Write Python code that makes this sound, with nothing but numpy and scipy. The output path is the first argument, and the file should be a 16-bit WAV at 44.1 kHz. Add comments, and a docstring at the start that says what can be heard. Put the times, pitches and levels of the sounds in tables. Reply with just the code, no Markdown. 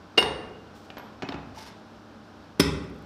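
"""A blower hums in a brick forge while, close to the microphone, an iron tool clanks down.
A gloved hand shifts the hammer off the anvil and onto its face, a hot bar slides along the anvil,
then the hammer lands on the soft steel and flakes of scale drop off.
Metal and wood ring as decaying sines, cracks and rubbing are coloured noise, and the blower is air noise
with wavering tones; a diffuse noise tail makes the room, and slow low modes make the floor boom."""
import sys
import numpy as np
from scipy import signal
from scipy.fft import rfft, irfft
from scipy.io import wavfile

SR = 44100
rng = np.random.default_rng(int(sys.argv[2]) if len(sys.argv) > 2 else 0)


def wav_out(sig):
    """Save sig, one row per channel (or a flat mono array), as 16-bit PCM at SR to the path in sys.argv[1]."""
    wavfile.write(sys.argv[1], SR, np.round(np.clip(np.atleast_2d(sig).T, -1, 1) * 32767).astype(np.int16))


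def volts_from_decibels(level):
    """Turn decibel levels (scalar or array-like) into linear amplitude factors."""
    exponent = np.asarray(level, float) / 20
    return 10 ** exponent


N = 134505  # length in samples, about 3 s


def rms_one(x):
    """Scales a signal to rms 1."""
    return x / np.sqrt(np.mean(x ** 2) + 1e-20)


def at_hz(points, hz):
    """Reads a curve of (pitch, value) points along log frequency."""
    point_hz, values = np.transpose(points)
    return np.interp(np.log(hz), np.log(point_hz), values)


def level(rows):
    """Gain along a curve of (time [s], level [dB]), silent outside it."""
    s, db = np.transpose(rows)
    return volts_from_decibels(np.interp(np.arange(N) / SR, s, db, left=-200, right=-200))


def drift(rate_hz):
    """Slow chance of spread 1: noise through two equal low-pass poles, made at every 40th sample."""
    r = np.exp(-2 * np.pi * rate_hz * 40 / SR)
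    noise = rng.standard_normal(N // 40 + 2002)
    slow = signal.lfilter([1], [1, -2 * r, r * r], noise)[2000:]  # skips the filter's start
    return np.interp(np.arange(N) / 40, np.arange(len(slow)), rms_one(slow))


def clicks(s, gains):
    """Impulses at the given times."""
    samples = (np.asarray(s) * SR).astype(int)
    return np.bincount(samples, gains * np.ones(len(s)), N)[:N] + 1e-18


def ring(x, hz, t60):
    """A unit click sets a sine of height about 1 ringing; it swells over a few cycles, then dies."""
    rise_cycles = 1.8
    w = 2 * np.pi * hz / SR
    q = np.exp(-2 * np.pi * hz / (rise_cycles * SR))
    swell = signal.lfilter((1 - q * q) / 2 * np.array([1, 0, -1]), [1, -2 * q * np.cos(w), q * q], x)
    r = volts_from_decibels(-60 / (t60 * SR))
    return signal.lfilter([0, np.sin(w)], [1, -2 * r * np.cos(w), r * r], swell)


def coloured(x, spectrum):
    """Shapes a dense signal to a spectrum; rms 1."""
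    hz = np.maximum(np.arange(N // 2 + 1) * SR / N, 1)
    return rms_one(irfft(rfft(x) * volts_from_decibels(at_hz(spectrum, hz)), N))


def struck(s, db, pitches, modes, spread_db):
    """Every given time sets off every mode with a strength and sign of its own."""
    chance = rng.standard_normal((len(s), len(modes), 2))
    out = 0
    for k, (hz, (mode_db, t60)) in enumerate(zip(pitches, modes)):
        strength = volts_from_decibels(db + mode_db + spread_db * chance[:, k, 0])
        sign = np.sign(chance[:, k, 1])
        out = out + ring(clicks(s, strength * sign), hz, t60)
    return out


def crack(s, db, spectrum, t60):
    """A short burst of noise at each given time, with a brief rise and an exponential decay."""
    rise_s = 0.00045
    decay = signal.lfilter([1], [1, -volts_from_decibels(-60 / (t60 * SR))], clicks(s, volts_from_decibels(db)))
    r = np.exp(-2 / (rise_s * SR))
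    envelope = signal.lfilter([(1 - r) ** 2], [1, -2 * r, r * r], decay)
    return coloured(rng.standard_normal(N), spectrum) * envelope


def thump(s, db):
    """A soft push into the wooden stump and floor under the anvil: low modes, their top rounded off."""
    # stump modes: pitch [Hz]; then (level [dB], t60 [s])
    pitches = [120, 168, 195, 277, 380, 600]
    modes = [(-8, 0.1), (-4.5, 0.081), (-11, 0.059), (1, 0.096), (5, 0.029), (-6, 0.044)]
    soft = signal.butter(2, 890, fs=SR, output="sos")  # Hz
    return signal.sosfilt(soft, struck(s, db, pitches, modes, spread_db=1.0))


def blower():
    """Air noise whose level flickers a little, and motor tones wavering in level and phase."""
    # air noise: (pitch [Hz], relative level [dB])
    air_colour = [(20, -33), (45, 0.5), (70, 8), (100, -24), (122, -4), (220, 6), (320, 0), (800, -4.5),
                  (1500, -5.5), (1950, -17), (3200, -17), (5500, -21), (6300, -28), (9000, -37),
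                  (15500, -44.5), (16500, -81)]
    # motor tones: (pitch [Hz], level before a 5 dB lift to sine height [dB])
    hum = [(101, -60), (222, -62), (301.5, -61), (602.9, -67), (802.1, -66), (11999, -97)]
    air_db, hum_waver_db = -49.5, 1
    out = coloured(rng.standard_normal(N), air_colour) * volts_from_decibels(air_db + 0.39 * drift(9))
    t = np.arange(N) / SR
    for hz, db in hum:
        height = volts_from_decibels(db + 5 + hum_waver_db * drift(27))
        phase = 2 * np.pi * (hz * t + rng.random()) + 1.86 * drift(3.2)
        out = out + height * np.sin(phase)
    return out


def forge(x):
    """Diffuse tail of the brick room: per band a noise that builds up, then dies at its own rate."""
    # decay: (pitch [Hz], t60 before it is held within 0.1 to 1.5 s [s])
    room_t60 = [(60, 2), (150, 0.9), (400, 1.23), (1000, 0.83), (2500, 0.69), (5000, 0.56), (9000, 0.5),
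                (15000, -0.3)]
    # strength of the tail: (pitch [Hz], gain [dB])
    room_db = [(60, 8), (150, 9), (300, 1.5), (1000, 1.5), (2500, -2.5), (5000, -6.5), (9000, -5),
               (15000, -27)]
    rise_s, rise_cycles = 0.00081, 3.8  # the build-up takes their sum
    edges = 22 * 2 ** np.arange(0, 9.9, 1 / 3)  # third-octave bands, Hz
    t = np.arange(int(1.5 * SR)) / SR
    white = rng.standard_normal((2, len(t)))  # neighbouring bands take different noise
    tail = 0
    for k, (low, high) in enumerate(zip(edges, edges[1:])):
        hz = np.sqrt(low * high)
        t60 = np.clip(at_hz(room_t60, hz), 0.1, 1.5)
        build_up = 1 - np.exp(-(t / (rise_s + rise_cycles / hz)) ** 2)
        shape = volts_from_decibels(-60 * t / t60) * build_up
        band_pass = signal.butter(2, [low, high], "band", fs=SR, output="sos")
        band = signal.sosfilt(band_pass, white[k % 2])
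        tail = tail + band * shape * volts_from_decibels(at_hz(room_db, hz)) / np.sqrt(np.sum(shape ** 2))
    return signal.fftconvolve(x, tail)[:N]


def floor_boom():
    """Deep floor and wall modes swell after the clank, the hammer's set-down and the blow, and waver."""
    # floor and wall modes: (pitch [Hz], level [dB], t60 [s])
    modes = [(69.3, 1.5, 1), (91.3, -1, 0.74)]
    # clank, set-down of the hammer, blow: (time [s], level [dB])
    hits = [(0.18, -43), (1.299, -45.5), (2.595, -25.5)]
    swell_s = 0.035
    out = 0
    for hz, mode_db, t60 in modes:
        for hit_s, hit_db in hits:
            t = np.maximum(np.arange(N) / SR - hit_s, 0)
            decay = volts_from_decibels(hit_db + mode_db - 60 * t / t60 + 2.8 * drift(14))
            swell = 1 - np.exp(-(t / swell_s) ** 2)
            phase = 2 * np.pi * (hz * t + rng.random()) + 0.71 * drift(12.0)
            out = out + decay * swell * np.sin(phase)
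    return out


def glove():
    """Leather rubs on wood: coloured noise with a flickering level."""
    # strength of the rub before flicker and trim: (time [s], level [dB])
    curve = [(.74, -89), (.75, -53), (.775, -52), (.82, -59), (.84, -60), (.852, -54), (.875, -63),
             (.95, -68)]
    # (pitch [Hz], relative level [dB])
    colour = [(1500, -25), (3500, 2), (6000, -2), (10000, -14), (15000, -14), (16500, -23)]
    flicker = volts_from_decibels(0.77 * drift(49) - 8.5)
    return level(curve) * flicker * coloured(rng.standard_normal(N), colour)


def slide():
    """Grit under the sliding bar: a dense rain of random grains, coloured, with a flickering level."""
    # strength of the slide before flicker and trim: (time [s], level [dB])
    curve = [(1.54, -79), (1.548, -54), (1.575, -50), (1.592, -44), (1.65, -49.5), (1.683, -46),
             (1.70, -57), (1.74, -79)]
    # (pitch [Hz], relative level [dB])
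    colour = [(400, -10), (870, -6), (1500, -8.5), (3300, -8.5), (5500, -7), (7000, -19.5), (11000, -22.5),
              (15000, -28), (16500, -47)]
    grains_per_s = 3400
    grains = (rng.random(N) < grains_per_s / SR) * rng.standard_normal(N)
    grit = grains * volts_from_decibels(1.1 * np.minimum(rng.exponential(1, N), 4))  # a few grains stand out
    flicker = volts_from_decibels(0.72 * drift(56) - 1.8)
    return level(curve) * flicker * coloured(grit, colour)


def flakes():
    """Flakes of scale land as tiny brittle ticks of noise."""
    # landings: (time [s], level [dB])
    landings = [(2.842, -59), (2.899, -59), (2.945, -61), (2.963, -62), (2.987, -61), (3.023, -58)]
    # (pitch [Hz], relative level [dB])
    colour = [(4000, -40), (7500, 3), (9000, -11), (11500, -2), (15000, -4), (16500, -30)]
    s, db = np.transpose(landings)
    return crack(s, db, colour, t60=0.008)


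def touches():
    """Taps of hammer on cold anvil, too soft to ring it fully: (thumps, pings and ticks; crack)."""
    # taps: (time [s], crack level [dB], thump relative to it [dB], bright tick relative to it [dB])
    taps = [(0.902, -38, -18, -0.5), (0.969, -32, -17, -11.5), (0.981, -36, -9, -10),
            (0.995, -38.5, -10, -11), (1.222, -26, -23, -11.5), (1.23, -34, 4.5, -24),
            (1.2880, -27, -5.5, -4.5), (1.322, -32.5, -18, -3), (1.3420, -32.5, -1, -18)]
    # hammer head or bar sings: (time [s], pitch [Hz]); then (level [dB], t60 [s])
    pings = [(.903, 2400), (1.290, 5250), (.982, 12240), (1.291, 14700), (1.225, 5730), (1.250, 2562),
             (1.323, 2562), (1.572, 880), (1.760, 800)]
    ping_ring = [(-55, .25), (-48, .07), (-60, .3), (-72, .2), (-57, .25), (-52, .25), (-53, .5), (-44, .2),
                 (-48, .2)]
    # colours of crack and tick: (pitch [Hz], relative level [dB])
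    crack_colour = [(150, -4.5), (700, 4), (2000, -3.5), (4500, -15.5), (6500, -24), (9000, -39),
                    (15000, -56), (16500, -60)]
    tick_colour = [(1500, -10), (2800, 8.5), (4800, 3), (6500, -27)]
    ping_waver_db = 4  # these faint rings come and go
    s, db, low_db, tick_db = np.transpose(taps)
    singing = 0
    for (ping_s, hz), (ping_db, t60) in zip(pings, ping_ring):
        waver = volts_from_decibels(ping_waver_db * drift(25))
        singing = singing + ring(clicks([ping_s], volts_from_decibels(ping_db)), hz, t60) * waver
    ticks = crack(s, db + tick_db, tick_colour, t60=0.021)
    return np.array([thump(s, db + low_db) + singing + ticks, crack(s, db, crack_colour, t60=0.033)])


def tool():
    """The iron tool clatters down and an echo follows, each with ringing modes and noise: (rings, crack)."""
    # contacts, then at 0.226 s an echo of the clank off the forge walls:
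    # (time [s], crack level [dB], ring level [dB])
    clank = [(0.1753, -26.5, -23.5), (0.178, -12.5, -12.5), (0.182, -18.5, -26.5), (0.186, -16, -21),
             (0.189, -27.5, -64), (0.226, -17, -37.5)]
    # modes of the tool: pitch [Hz]; then (level [dB], t60 [s])
    pitches = [225, 370, 440, 740, 1337, 2150, 2805, 2900, 3695, 4570, 4856, 5378, 8382, 8865, 12690]
    modes = [(-24, 1), (-16, 0.25), (-0.5, 0.06), (-7.5, 0.076), (-12, 0.04), (-5.5, 0.04), (1, 0.09),
             (-3, 0.12), (-17, 0.25), (-8, 0.024), (-18, 0.15), (-20, 0.15), (-27, .15), (-25, 0.33),
             (-34, 0.22)]
    # (pitch [Hz], relative level [dB])
    crack_colour = [(100, -16), (220, 3), (430, 8), (1200, 3), (2800, -2.5), (5000, -1.5), (6500, -15),
                    (9700, -29.5), (10500, -33), (15000, -40), (16500, -76)]
    s, crack_db, ring_db = np.transpose(clank)
    rings = struck(s, ring_db, pitches, modes, spread_db=2.0)
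    return np.array([rings, crack(s, crack_db, crack_colour, t60=0.016)])


def blow():
    """Thud through the soft steel first, then cracks; steel on steel rings the anvil: (rings, crack)."""
    # first touch, full squeeze, steel on steel, soft rebound:
    # (time [s], thud level [dB], crack level [dB])
    contacts = [(2.5952, -19, -24), (2.5974, -15, -19.5), (2.6001, -53, -12.5), (2.605, -18, -17.5)]
    # modes of anvil and hammer head: pitch [Hz]; then (level [dB], t60 [s])
    pitches = [1007, 1150, 2417, 2837, 3472, 4727, 5206, 5367, 5717, 9738, 11220, 14340, 15410]
    modes = [(-11, .2), (-12, .04), (-15, .09), (-12, .03), (-12, .07), (-10, .04), (2, .17), (-8, .1),
             (-14, .08), (-20, .1), (-18, .07), (-23, .16), (-26, .11)]
    # (pitch [Hz], relative level [dB])
    crack_colour = [(120, -4.5), (400, -6.5), (900, -6.5), (2000, -4.5), (3400, -6), (5200, -4),
                    (7000, -18.5), (10500, -13), (13000, -17), (16500, -25)]
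    ring_s, ring_db = 2.6012, -25
    s, thud_db, crack_db = np.transpose(contacts)
    rings = struck([ring_s], ring_db, pitches, modes, spread_db=4.0)
    return np.array([thump(s, thud_db) + rings, crack(s, crack_db, crack_colour, t60=0.018)])


def scene():
    """Sums the direct sounds, the room's answer to them, the floor and the blower, in one channel."""
    rings, cracks = tool() + blow() + touches()
    noises = cracks + glove() + slide() + flakes()
    ring_to_room_db = -7  # rings reach the walls weaker than cracks
    room = forge(noises + volts_from_decibels(ring_to_room_db) * rings)
    return (rings + noises + room + floor_boom() + blower())[None]


def band_limit(x):
    """A steep low-pass at the top of the band."""
    return signal.sosfilt(signal.butter(12, 16460, fs=SR, output="sos"), x)


def record(dry):
    """The microphone drops the deep bass and the top of the treble."""
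    low_cut = signal.butter(2, 68, "high", fs=SR, output="sos")  # Hz
    top_cut = signal.cheby2(12, 60, 16400, fs=SR, output="sos")  # 60 dB down from 16400 Hz
    x = signal.sosfilt(low_cut, dry)
    x = signal.sosfilt(top_cut, x)
    return band_limit(x)


dry = scene()
out = record(dry)
wav_out(out)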